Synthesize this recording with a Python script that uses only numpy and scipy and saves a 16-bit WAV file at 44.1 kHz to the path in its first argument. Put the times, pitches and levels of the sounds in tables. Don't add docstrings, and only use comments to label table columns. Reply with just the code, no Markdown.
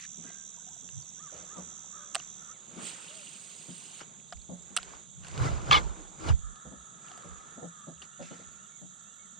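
import sys
import numpy as np
from scipy import signal
from scipy.fft import rfft, irfft, next_fast_len
from scipy.io import wavfile
from scipy.ndimage import uniform_filter1d

SR = 44100
rng = np.random.default_rng(int(sys.argv[2]) if len(sys.argv) > 2 else 0)


def master(y):
    cut = np.clip(np.atleast_2d(y).T, -1, 1)
    pcm = np.round(cut * 32767)
    wavfile.write(sys.argv[1], SR, pcm.astype(np.int16))


def field_ratio(decibels):
    return 10 ** (np.asarray(decibels, dtype=float) / 20)


N = 414099
CUT_S = 2.535


def evened(x):
    return x / np.sqrt(np.mean(x ** 2) + 1e-20)


def read(points, hz):
    point_hz, value = np.transpose(points)
    return np.interp(np.log(hz + 1), np.log(point_hz + 1), value)


def band_db(points, hz, lo_hz, hi_hz):
    level_db = read(points, hz)
    inside = (hz >= lo_hz) & (hz < hi_hz)
    return level_db - 10 * np.log10(np.sum(field_ratio(2 * level_db)[inside]))


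def add(mix, start_s, sound):
    part = mix[round(start_s * SR):][:len(sound)]
    part += sound[:len(part)]


def dulled(x, edge_hz, order):
    return signal.sosfilt(signal.butter(order, min(edge_hz, .45 * SR), fs=SR, output="sos"), x)


def ring(drive, pitch_hz, level_db, t60_s):
    pole = np.exp((2j * np.pi * pitch_hz - np.log(1000) / t60_s) / SR)
    return field_ratio(level_db) * signal.lfilter([1], [1, -pole], drive + 0j).real


def resonate(x, hz, width_hz):
    turn = np.exp(2j * np.pi * np.cumsum(hz) / SR)
    r = np.exp(-np.pi * width_hz / SR)
    smooth = signal.lfilter([1], np.convolve([1, -r], [1, -r]), x * turn.conj())
    return evened((turn * smooth).real)


def gestures(t, start, hold, rise, fall, db, value, sag=0., calm_db=-120., calm_value=0.):
    grid = np.arange(t[0], t[-1] + .01, max(.0005, (t[-1] - t[0]) / 4000))[:, None]
    away = np.maximum(np.maximum((start - grid) / rise, (grid - start - hold) / fall), 0)
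    power, calm = field_ratio(2 * (db - 20 * away)), field_ratio(2 * calm_db)
    total = power.sum(1) + calm
    weighted = (power * (value - sag * (grid - start))).sum(1)
    mixed = (weighted + calm * calm_value) / total
    return np.interp(t, grid[:, 0], 10 * np.log10(total)), np.interp(t, grid[:, 0], mixed)


# pitch_hz, likeness (1 same, -1 opposite)
PORT_LIKENESS = [(60, 0.4), (300, 0.56), (640, -0.09), (1400, -0.2), (2200, 0.46), (4200, 0.93),
                 (5500, 0.83), (6800, -0.62), (15000, 4.5)]


def hiss(field_db, size, patchy_db, flicker_db):
    frames = 4 * N // size + 5
    hz = np.fft.rfftfreq(size, 1 / SR)[:, None]
    a, b, c, d, patches = rng.standard_normal((frames, len(hz), 5)).T
    patches = uniform_filter1d(patches, size=size // 128, axis=0)
    patches = evened(uniform_filter1d(patches, size=6, axis=1))
    flicker = np.minimum(rng.exponential(1, frames), 2.5) - 1
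    same = np.clip(read(PORT_LIKENESS, hz), -1, 1)
    left = a + 1j * b
    right = same * left + np.sqrt(1 - same ** 2) * (c + 1j * d)
    ports = np.array([left, right]) / np.sqrt(1 + same)
    level_db = field_db(hz, np.arange(frames) * size / 4 / SR)
    ports = ports * field_ratio(level_db + patchy_db * patches + flicker_db * flicker)
    return signal.istft(ports, nperseg=size, noverlap=3 * size // 4)[1][:, :N] * np.sqrt(2)


def struck(events, modes, share, length_s, spread, detune, size):
    u = np.arange(size) / SR / length_s
    out = np.zeros((2, N))
    for s, db, *columns in events:
        blow = rng.standard_normal(len(u)) + spread * rng.standard_normal((2, len(u)))
        blow = u * np.exp(-u) * blow
        shift = 1 + detune * rng.uniform(-1.23, 1, len(modes))
        sound = sum(ring(blow, hz * k, level_db + share(hz, columns), t60_s)
                    for k, (hz, level_db, t60_s) in zip(shift, modes))
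        plain = sum(ring(blow, *mode) for mode in modes if not share(mode[0], [1, 1]))
        for side, port in zip(out, sound):
            add(side, s - length_s / 2, port * field_ratio(db) / abs(plain.mean(0)).max())
    return out


def slides(notes, rough_db, grain_s, skew):
    out = np.zeros(N)
    for s, length_s, start_hz, end_hz, db in notes:
        u = np.linspace(0, 1, int(length_s * SR))
        grain = uniform_filter1d(rng.standard_normal(12000), int(grain_s * SR))
        uneven = field_ratio(rough_db * evened(grain)[:len(u)])
        hz = start_hz + (end_hz - start_hz) * u
        add(out, s, field_ratio(db) * uneven * np.sin(np.pi * u ** skew) * np.sin(2 * np.pi * np.cumsum(hz) / SR))
    return out


# pitch_hz, level_db, t60_s
REEL_MODES = [(727, -1, 0.034), (1210, 3.5, 0.0067), (1650, -14, 0.0082), (2900, -2.5, 0.011),
              (3240, -5, 0.0071), (4200, -3, 0.0022), (6200, -11, 0.0043), (8030, 3.5, 0.0044),
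              (8630, 3, 0.009)]
# time_s, peak_db, low_modes_db, high_modes_db
TICKS = [(0.24, -62, -7, 22), (0.3044, -62, -3, -9), (0.8893, -44.5, -29, -9), (2.1995, -37.5, -11, -24),
         (4.0094, -59, 15, -28), (4.3246, -44, 5.5, -36), (4.328, -49, 7.5, -30), (4.333, -55.5, 13, -30),
         (4.8302, -36, -14, -13), (5.236, -50, -20, -5), (5.247, -45, -22, -4), (5.2684, -45.5, -12, -2),
         (5.2833, -46, -8.5, 4), (5.3135, -48, -12, -6), (5.3403, -48, -12, -3), (5.3773, -39.5, 0, 0),
         (6.2882, -40, -13, -12), (6.558, -56.5, 4, 5), (7.0843, -51, -5, 4), (7.1152, -52.5, 5, -14),
         (7.1761, -56, 7, 14), (7.2234, -61, 9, 15), (7.978, -55, -20, -10), (8.019, -44, -8, -3),
         (8.023, -44, -12, -6), (8.048, -55, -8, -10)]
# time_s, peak_db, low_modes_db, high_modes_db
CLUTCH_SNAPS = [
    (2.148, -33, -0.5, 10.5),
    (2.1534, -20, -9.5, 0.5),
    (2.162, -41.5, 10, -15),
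    (4.7654, -31, -20, 14),
    (4.769, -28, -7, 4),
    (4.7737, -21, -17, 0),
    (4.785, -47, 8, 4),
]


def clicks():
    def share(hz, columns):
        return columns[0] * (hz < 1600) + columns[-1] * (hz > 7000)
    ticks = struck(TICKS + CLUTCH_SNAPS, REEL_MODES, share, length_s=.0008, spread=.3, detune=.035, size=1200)
    thin = ticks - dulled(ticks, edge_hz=1360, order=1)
    return field_ratio(7.0) * dulled(thin, edge_hz=6030, order=3)


# pitch_hz, level_db_per_hz
LINE_SPECTRUM = [(880, -51), (1500, -21), (1960, -7), (2710, -1.5), (3980, 1.5), (4800, 0.5), (5620, -6),
                 (6770, 1), (8580, 4), (11600, -24), (15800, -27)]


def spool():
    cast_s, cast_rise_s, cast_fall_s, cast_db = 2.86, 0.079, 0.15, -43.5
    run_s, run_rise_s, run_end_s, run_stop_s, run_db = 3.05, 0.46, 4.0, 0.025, -55.5
    whistle_start_hz, creep_hz_per_s, rod_hum_db, rod_still_s = 8320, 410, 9.5, 3.4
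    start, hold = np.array([cast_s, run_s]), np.array([0, run_end_s - run_s])
    rise, fall = np.array([cast_rise_s, run_rise_s]), np.array([cast_fall_s, run_stop_s])

    def field(hz, t):
        level_db = gestures(t, start, hold, rise, fall, np.array([cast_db, run_db]), 0)[0]
        whistle_hz = whistle_start_hz + creep_hz_per_s * abs(t - run_s)
        whistle_db = 6 * np.exp(-((hz - whistle_hz) / 600) ** 2)
        whip = np.maximum((rod_still_s - t) / 0.036, (t - 3.5) / 0.5)
        hum_db = rod_hum_db * np.clip(whip, .3, 1) * np.exp(-((hz - 2900) / 550) ** 2)
        return band_db(LINE_SPECTRUM, hz, 8200, 10500) + level_db - 5.0 + whistle_db + hum_db
    return hiss(field, size=256, patchy_db=3.0, flicker_db=2.0)


# pitch_hz, level_db, t60_s
SHELL_MODES = [(853, -18, 0.03), (1060, -13, 0.025), (1200, -7.5, 0.036), (1690, -10, 0.021),
               (2200, -1, 0.008), (2700, -5, 0.0072), (3370, 1, 0.0064), (4100, -9.5, 0.0065),
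               (4900, -25, 0.0065)]
# peak_s, fall_s, level_db
STRAP_SLIPS = [
    (5.7126, 0.0054, -10),
    (5.7212, 0.021, -12.5),
    (5.73, 0.13, -16.5),
]


def strap():
    free_s, free_db_per_s = 5.78, 1100
    out = np.zeros((2, N))
    t = np.arange(STRAP_SLIPS[0][0] - .01, free_s + .1, 1 / SR)
    s, fall, db = np.transpose(STRAP_SLIPS)
    noise = rng.standard_normal(len(t))
    catches = (rng.random(len(t)) < 900 / SR) * np.minimum(rng.exponential(1, len(t)), 2.5)
    level_db = gestures(t, s, 0, 0.0037, fall, db, 0)[0] - free_db_per_s * (t - free_s).clip(0, 1)
    drive = noise * (0.63 + 1.05 * catches) * field_ratio(level_db - 20.5)
    modes = [ring(drive, *mode) for mode in SHELL_MODES]
    low, high = sum(modes[:3]), sum(modes[3:]) + 1.2 * drive
    across = 2.6 * np.roll(low, 9)
    ports = np.array([high + low + across, high + low - across])
    for side, port in zip(out, dulled(ports, edge_hz=5530, order=3)):
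        add(side, t[0], port)
    return out


# start_s, length_s, start_hz, end_hz, level_db
SQUEAL_STRANDS = [(5.711, 0.0055, 3140, 3200, -16), (5.72, 0.015, 1042, 1200, -24),
                  (5.723, .016, 2200, 2245, -23.5), (5.723, .017, 3250, 3550, -17),
                  (5.723, .014, 4350, 4700, -25), (5.738, .02, 1190, 1250, -29),
                  (5.741, 0.015, 2250, 2170, -22), (5.742, 0.028, 3120, 2880, -21.5),
                  (5.762, 0.017, 885, 754, -29), (5.764, 0.029, 2224, 2096, -27),
                  (5.765, 0.02, 3470, 3220, -27), (5.452, 0.053, 1320, 1357, -41),
                  (5.462, 0.03, 2010, 2020, -43), (6.284, 0.025, 2900, 2900, -42.5),
                  (6.19, 0.15, 1355, 1330, -53), (5.895, .04, 2150, 2230, -71)]
# start_s, length_s, start_hz, end_hz, level_db
PITCHED_TINKS = [(.268, 0.028, 2050, 1900, -61), (.3, 0.012, 720, 700, -53), (.76, .016, 760, 640, -61),
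                 (1.722, 0.0065, 716, 700, -54), (1.789, .003, 900, 800, -53), (.295, .02, 2100, 1900, -57),
                 (1.844, .004, 890, 750, -55), (2.1465, .004, 8950, 8300, -33.5),
                 (2.154, 0.0039, 8370, 7560, -23.5), (2.155, 0.0073, 900, 650, -37.5),
                 (3.78, 0.0022, 8640, 8640, -36), (4.006, 0.012, 1360, 1290, -42.5),
                 (4.2, .0015, 2600, 2500, -50), (4.291, .0015, 4200, 4200, -51),
                 (4.306, 0.0021, 5000, 5260, -55), (4.371, 0.0018, 2400, 2360, -51),
                 (4.371, 0.0018, 4860, 4700, -54), (4.418, 0.0025, 4350, 4300, -48),
                 (4.624, .0015, 4900, 4900, -57), (4.7645, 0.0027, 9060, 8250, -21),
                 (4.765, 0.0063, 1400, 1150, -26.5), (4.772, 0.0068, 2750, 2820, -23),
                 (4.784, .008, 1450, 1320, -34), (4.83, .005, 7900, 7900, -44),
                 (4.936, 0.0036, 1090, 900, -40.5), (8.018, .015, 3100, 2900, -50),
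                 (8.23, .06, 2700, 2640, -62), (8.3, 0.064, 2980, 3050, -61), (8.32, .04, 4200, 4400, -64)]
# start_s, length_s, start_hz, end_hz, level_db
HULL_HEAVES = [(.93, 0.12, 140.5, 145, -48), (.95, 0.13, 100, 65, -57), (1.2, .1, 170, 140, -58.5),
               (1.33, 0.15, 75, 70, -62), (1.57, 0.18, 75, 74.4, -60), (4.36, 0.038, 90, 60, -46.5),
               (5.41, .035, 110, 99.2, -24.5), (5.445, 0.051, 150, 130, -27), (5.68, 0.045, 139, 140, -28),
               (6.298, 0.035, 115, 84.9, -25.5), (6.2, .1, 330, 300, -43.5), (6.65, 0.09, 70, 70, -52.5),
               (6.76, 0.092, 70, 55, -54), (7.24, 0.065, 109, 90, -54.5), (7.95, .1, 75, 71, -58)]
# start_s, peak_db
DRY_TICKS = [(8.335, -79), (8.5136, -74), (8.6523, -75), (8.7914, -72), (9.0239, -72), (9.1506, -70),
             (9.3, -77), (9.365, -76)]


def small_parts():
    puffs, t = np.zeros((2, N)), np.arange(3000) / SR
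    for s, db in DRY_TICKS:
        for side in puffs:
            envelope = field_ratio(db - 60 * t / .14) * np.minimum(t / .006, 1)
            add(side, s, envelope * rng.standard_normal(len(t)))
    thin = signal.sosfilt(signal.butter(5, [10000, 15300], "band", fs=SR, output="sos"), puffs)
    heaves = slides(HULL_HEAVES, rough_db=1.5, grain_s=.02, skew=0.68)
    squeal = slides(SQUEAL_STRANDS, rough_db=2.5, grain_s=0.0015, skew=0.8)
    squeal = dulled(squeal, edge_hz=5500, order=4)
    across = 1.5 * np.roll(dulled(squeal, edge_hz=1460, order=4), 5)
    tinks = slides(PITCHED_TINKS, rough_db=2.0, grain_s=0.0014, skew=0.72)
    pitched = np.array([squeal + across, squeal - across]) + tinks
    return pitched + thin + np.array([.8 * heaves, 0.91 * np.roll(heaves, 40)])


# peak_s, rise_s, fall_s, level_db, pitch_hz
MOUNT_JOLTS = [(0.988, 0.2, .06, -51.5, 110), (4.36, 0.028, .1, -49.5, 55.3), (4.85, 0.94, 0.46, -62, 54.8),
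               (5.415, 0.064, .2, -30, 95.2), (5.551, .3, .2, -37.5, 61.82), (5.69, 0.027, .3, -36, 71.4),
               (5.9, .5, .04, -41.5, 50.8), (6.31, 0.031, .04, -22.5, 85.4),
               (6.334, 0.04, .12, -29.5, 56.1), (6.49, .2, .055, -44, 45.6), (7.32, 0.11, .12, -53.5, 69),
               (8.5, 0.085, .1, -58, 74.6)]


def rocking():
    s, rise, fall, db, pitch_hz = np.transpose(MOUNT_JOLTS)
    sag_hz_per_s = 81
    t = np.arange(N) / SR
    level_db, hz = gestures(t, s, 0, rise, fall, db, pitch_hz, sag_hz_per_s, calm_value=50)
    fuzz = resonate(rng.standard_normal(N), hz, 46)
    out = field_ratio(level_db) * (0.64 * np.sin(2 * np.pi * np.cumsum(hz) / SR) + .5 * fuzz)
    return np.array([-2.3 * out, 3.3 * np.roll(out, 15)])


# pitch_hz, level_db, t60_s
HULL_MODES = [(183.2, 6, 0.24), (234, 7.5, 0.046), (330, -8, 0.055), (497, 2, 0.038), (583, -6.5, 0.087),
              (742, -28, 0.061)]
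# time_s, peak_db, upper_modes_db
HULL_KNOCKS = [(0.178, -44.5, -26), (0.237, -47.5, -27), (0.826, -52, -28), (1.322, -61, 17.5),
               (1.569, -41, 1), (2.678, -55, -9), (2.712, -48.5, -4), (2.768, -40.5, -16),
               (2.819, -43.5, -1), (3.687, -41.5, -70), (4.494, -38, -2), (4.525, -44.5, -8),
               (4.702, -51, -43), (5.981, -75, 5), (1.37, -60, 14), (1.42, -66.5, 17.5), (6.653, -43.5, -4),
               (6.717, -43.5, -2), (7.248, -46, 3), (7.578, -41, -0.5), (7.625, -40, 4.5),
               (7.875, -38, -4.5), (8.198, -39.5, -1.5), (8.312, -40.5, -5.5), (8.391, -49.5, -4.5),
               (8.818, -48.5, -10)]


def knocks():
    def share(hz, columns):
        return (hz > 300) * (columns[0] + 4.2)
    blows = struck(HULL_KNOCKS, HULL_MODES, share, length_s=0.01402, spread=1.0, detune=0.067, size=8000)
    blows = blows - dulled(blows, edge_hz=90, order=1)
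    return field_ratio(3.0) * dulled(blows, edge_hz=830, order=4)


# pitch_hz, level_db_per_hz
RUB_SPECTRUM = [(150, -20), (250, -1), (300, -4.5), (520, -12.5), (1070, -12), (1320, -8.5), (1840, -16.5),
                (2000, -14), (6870, -23), (9720, -33.5), (15800, -75)]
# peak_s, rise_s, fall_s, level_db, low_share_db
RUBS = [(.05, .4, 0.027, -55.5, -18), (.29, 0.17, 0.17, -65, 2.5), (1.36, 0.077, 0.23, -62.5, 5),
        (1.578, 0.13, .2, -68, 15), (2.18, .02, 0.14, -61, 0), (2.8, 0.13, 0.63, -61, 11),
        (2.9, 0.22, .7, -61.5, -2.5), (4.08, 11, 0.5, -71.5, 8.5), (4.799, 0.081, 0.27, -62, -4),
        (4.95, 0.53, 0.13, -63, 10), (5.25, 0.045, 0.43, -59.5, 1), (5.45, 0.16, 0.19, -47, 12),
        (5.69, 0.053, 0.41, -54.5, 13.5), (5.799, 0.34, 0.043, -51.5, 14.5), (5.99, 0.062, .25, -69, 14),
        (4.014, 0.034, 0.036, -53.5, 2), (6.211, 0.057, 0.17, -61, 3), (6.295, 0.1, 0.041, -46, 12),
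        (7.07, 0.11, 0.89, -66, 6.5), (7.54, 2.2, .12, -73, 14), (8.028, 0.02, 0.047, -59.5, 4.5),
        (8.23, 0.046, 0.27, -60, -9), (8.33, 0.2, 0.56, -67.5, 4)]


def rustle():
    s, rise, fall, db, low = np.transpose(RUBS)
    calm_db, calm_low_db = -84, 4.5

    def field(hz, t):
        level_db, low_db = gestures(t, s, 0, rise, fall, db, low, 0, calm_db, calm_low_db)
        lowness = np.clip(np.log2(1800 / (hz + 1)), 0, 1)
        return band_db(RUB_SPECTRUM, hz, 1900, 2900) + level_db + lowness * (low_db - 6.0)
    return hiss(field, size=256, patchy_db=3.0, flicker_db=0.7)


# peak_s, rise_s, fall_s, level_db
WEIGHT_SHIFTS = [
    (5.45, 0.21, 0.22, -33),
    (5.71, 0.22, 0.24, -37),
    (6.305, 0.11, 0.072, -31.5),
]


def hull_hum():
    s, rise, fall, db = np.transpose(WEIGHT_SHIFTS)
    hum_calm_db, swell_calm_db, swell_shaken_db, swell_early_db = -62, -23, -13, 10.5

    def field(hz, t):
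        level_db, swell_db = gestures(t, s, 0, rise, fall, db, swell_shaken_db, 0, hum_calm_db, swell_calm_db)
        mode_hz = 178 - 2.0 * (level_db - hum_calm_db)
        mode = np.exp(-((hz - mode_hz) / 38) ** 2)
        swell = np.exp(-((hz - 66) / 24) ** 2)
        swell_power = field_ratio(2 * (swell_db + swell_early_db * (t < CUT_S))) * swell / swell.sum()
        return level_db - .7 + 10 * np.log10(mode / mode.sum(0) + swell_power + 1e-12)
    return hiss(field, size=2048, patchy_db=1.0, flicker_db=.4)


# first_pulse_s, last_pulse_s
TRILL_PHRASES = [(.0124, .2385), (.2528, .505), (.519, .5643), (.5874, .6209), (.6441, .6884),
                 (.7115, .7447), (.7675, .8113), (.8342, .8784), (.901, 1.0237), (1.0476, 1.1023),
                 (1.1262, 1.1926), (1.216, 1.272), (1.2955, 1.341), (1.3652, 1.4247), (1.4528, 1.5402),
                 (1.5696, 1.8063), (1.8205, 2.0605), (2.0746, 2.3024), (2.3158, 2.5277)]


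def cricket():
    slow_per_s, fast_per_s, fast_from_s, fast_to_s = 75.2, 90, .51, 1.44
    trill_db, fade_db_per_s, first_stroke_db, echo_db = -44, 0.7, -11, -13
    out, t = np.zeros(N), np.arange(int(0.0078 * SR)) / SR
    for first, last in TRILL_PHRASES:
        fast = fast_from_s < first < fast_to_s
        rate = fast_per_s if fast else slow_per_s
        early = first - fast / rate * (first > .55)
        times = np.linspace(early, last, round((last - early) * rate) + 1)
        for k, s in enumerate(times):
            hz = (6520 - 880 * (t / t[-1]) ** 1.17) * (1 + 0.0012 * rng.standard_normal())
            stroke = np.sin(2 * np.pi * (np.cumsum(hz) / SR + rng.random())) * np.hanning(len(t)) ** 0.55
            start_db = first_stroke_db * np.exp(-k / 1.3) * fast
            level_db = trill_db - fade_db_per_s * s + start_db + 1.3 * rng.standard_normal()
            add(out, s - t[-1] / 2, stroke * field_ratio(level_db))
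    leaves = rng.standard_normal(900) * field_ratio(-60 * np.arange(900) / SR / 0.048)
    out = out + field_ratio(echo_db) * signal.oaconvolve(out, leaves / np.linalg.norm(leaves))[:N]
    turned = signal.hilbert(out, next_fast_len(N))[:N].imag
    return np.array([out - turned, out + turned])


# start_s, length_s, top_hz, level_db
ARCHED_NOTES = [(1.188, .105, 1345, -55), (1.495, .11, 1350, -53.5), (1.922, .1, 1345, -55.5),
                (3.077, .18, 670, -62.5), (1.013, .028, 4950, -64)]
# start_s, length_s, start_hz, end_hz, level_db
GLIDING_NOTES = [(2.484, .048, 1130, 1420, -53), (1.17, .045, 1350, 1950, -67),
                 (1.27, .04, 1750, 1400, -64), (1.48, .05, 1400, 1950, -65), (1.915, .035, 1400, 1800, -67),
                 (2.0, .05, 1450, 1550, -61), (.21, .26, 1600, 1590, -65), (.5, .25, 1590, 1580, -75),
                 (7.72, .15, 1260, 1140, -61), (.665, .03, 740, 750, -61), (.695, .035, 780, 1020, -65),
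                 (.57, .022, 1000, 940, -61), (.595, .04, 1400, 1550, -68), (1.94, .26, 590, 570, -67.5),
                 (2.53, .064, 2400, 1600, -69), (8.12, .07, 2780, 3050, -70), (8.705, .08, 2250, 2200, -71),
                 (8.78, .055, 2200, 1550, -71), (8.5, .04, 3900, 4800, -74), (8.577, .04, 2630, 2850, -70),
                 (8.612, .065, 2850, 2900, -70), (9.05, .04, 2550, 2820, -71),
                 (9.085, .055, 2820, 2850, -71), (8.97, .04, 3900, 4800, -75), (9.18, .07, 2180, 2230, -69),
                 (9.245, .035, 2200, 1700, -70), (5.965, .06, 330, 300, -53)]


def birds():
    top_at = .4
    out = np.zeros(N)
    notes = [(s, length, .8 * hz, hz, .81 * hz, db) for s, length, hz, db in ARCHED_NOTES]
    for s, length, a, b, db in GLIDING_NOTES:
        notes.append((s, length, a, (a + b) / 2 - (.5 - top_at) * (b - a), b, db))
    for s, length, *pitch_hz, db in notes:
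        u = np.linspace(0, 1, int(length * SR))
        hz = uniform_filter1d(np.interp(u, [0, top_at, 1], pitch_hz), len(u) // 4, mode="nearest")
        air = evened(uniform_filter1d(rng.standard_normal(len(u)), size=300))
        flutter = field_ratio(2.45 * air)
        tone = np.sin(2 * np.pi * np.cumsum(hz) / SR) * signal.windows.tukey(len(u), .35)
        add(out, s, field_ratio(db + 1.5) * flutter * tone)
    tail = rng.standard_normal((2, SR // 2)) * field_ratio(-60 * np.arange(SR // 2) / SR / 1.2)
    echo = signal.fftconvolve(out[None], tail / np.linalg.norm(tail[0]), axes=1)[:, :N]
    return out + field_ratio(-8) * echo


# start_s, hold_s, level_db, throat_hz
CROW_CALLS = [(1.26, 0.22, -65, 1316), (1.588, 0.25, -67, 1350), (1.974, 0.04, -56.5, 1250),
              (2.42, .15, -59, 1345), (6.44, 0.17, -57, 1295), (6.624, 0.35, -60.5, 1346),
              (7.053, 0.34, -56, 1306), (7.474, 0.17, -57.5, 1350), (7.72, 0.13, -57.5, 1290),
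              (8.008, 0.66, -60, 1342), (8.925, 0.54, -62, 1330)]


def crows():
    rise_s, fall_s, sag_hz_per_s = 0.098, 0.3, 184
    t = np.arange(N) / SR
    s, hold, db, throat_hz = np.transpose(CROW_CALLS)
    sag = sag_hz_per_s * (hold < .45)
    level_db, hz = gestures(t, s, hold, rise_s, fall_s, db, throat_hz, sag, calm_value=1300)
    level_db = np.where((t > CUT_S) & (t < 2 * CUT_S), -120, level_db)
    air = rng.standard_normal((2, N))
    main = resonate(air, hz, 174)
    upper = resonate(air, 1.317 * hz, 190)
    return field_ratio(level_db + 1.0) * (main + field_ratio(-8.5) * upper)


# pitch_hz, level_db_per_hz
EARLY_AIR = [(30, -23), (105, -4), (300, 2), (600, 12.5), (1300, 4), (2000, -33), (2700, 10), (4500, 4),
             (5300, 6.5), (8300, -23), (9500, -17), (11000, -7), (15800, -23)]
# pitch_hz, level_db_per_hz
LATE_AIR = [(30, -9), (105, 0), (300, 0.5), (600, 3), (1300, -3.5), (2000, -46.5), (2700, -2), (4500, -3.5),
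            (5300, -20), (8300, -33), (9500, -21), (10700, -29), (15800, -39)]
# pitch_hz, width_hz, early_db, late_db
INSECT_BANDS = [(3580, 340, -62, -64.5), (7200, 720, -54.5, -57.5), (6200, 420, -66, -66),
                (8900, 900, -70, -72), (6650, 160, -65, -64.5), (8600, 130, -80, -75.5)]


def chorus():
    def field(hz, t):
        early = t < CUT_S
        early_air_db = band_db(EARLY_AIR, hz, 0, SR) - 70
        late_air_db = band_db(LATE_AIR, hz, 0, SR) - 69
        power = field_ratio(2 * np.where(early, early_air_db, late_air_db))
        for pitch_hz, width_hz, early_db, late_db in INSECT_BANDS:
            hump = np.exp(-abs((hz - pitch_hz) / width_hz) ** 3)
            power = power + field_ratio(2 * np.where(early, early_db, late_db)) * hump / hump.sum()
        return 10 * np.log10(power)
    return hiss(field, size=512, patchy_db=1.5, flicker_db=0.0)


def scene():
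    angler = clicks() + spool() + strap() + small_parts() + rustle()
    boat = rocking() + knocks() + hull_hum()
    pond = cricket() + birds() + crows() + chorus()
    return angler + boat + pond


def low_pass(x):
    return signal.sosfilt(signal.butter(12, 16510, fs=SR, output="sos"), x)


# pitch_hz, left_minus_right_db
PORT_BALANCE = [(60, -5), (110, 0), (200, 2.5), (380, 2.5), (700, -0.5), (1290, -0.5), (2380, 1),
                (4400, -2), (8120, -13.5), (15000, -27)]


def record(dry):
    size = next_fast_len(N)
    lean = field_ratio(read(PORT_BALANCE, np.fft.rfftfreq(size, 1 / SR)) / 2)
    gain = np.array([lean, 1 / lean]) * 2 / (lean + 1 / lean)
    mix = irfft(rfft(dry, size) * gain, size)[:, :N]
    return low_pass(mix)


dry = scene()
out = record(dry)
master(out)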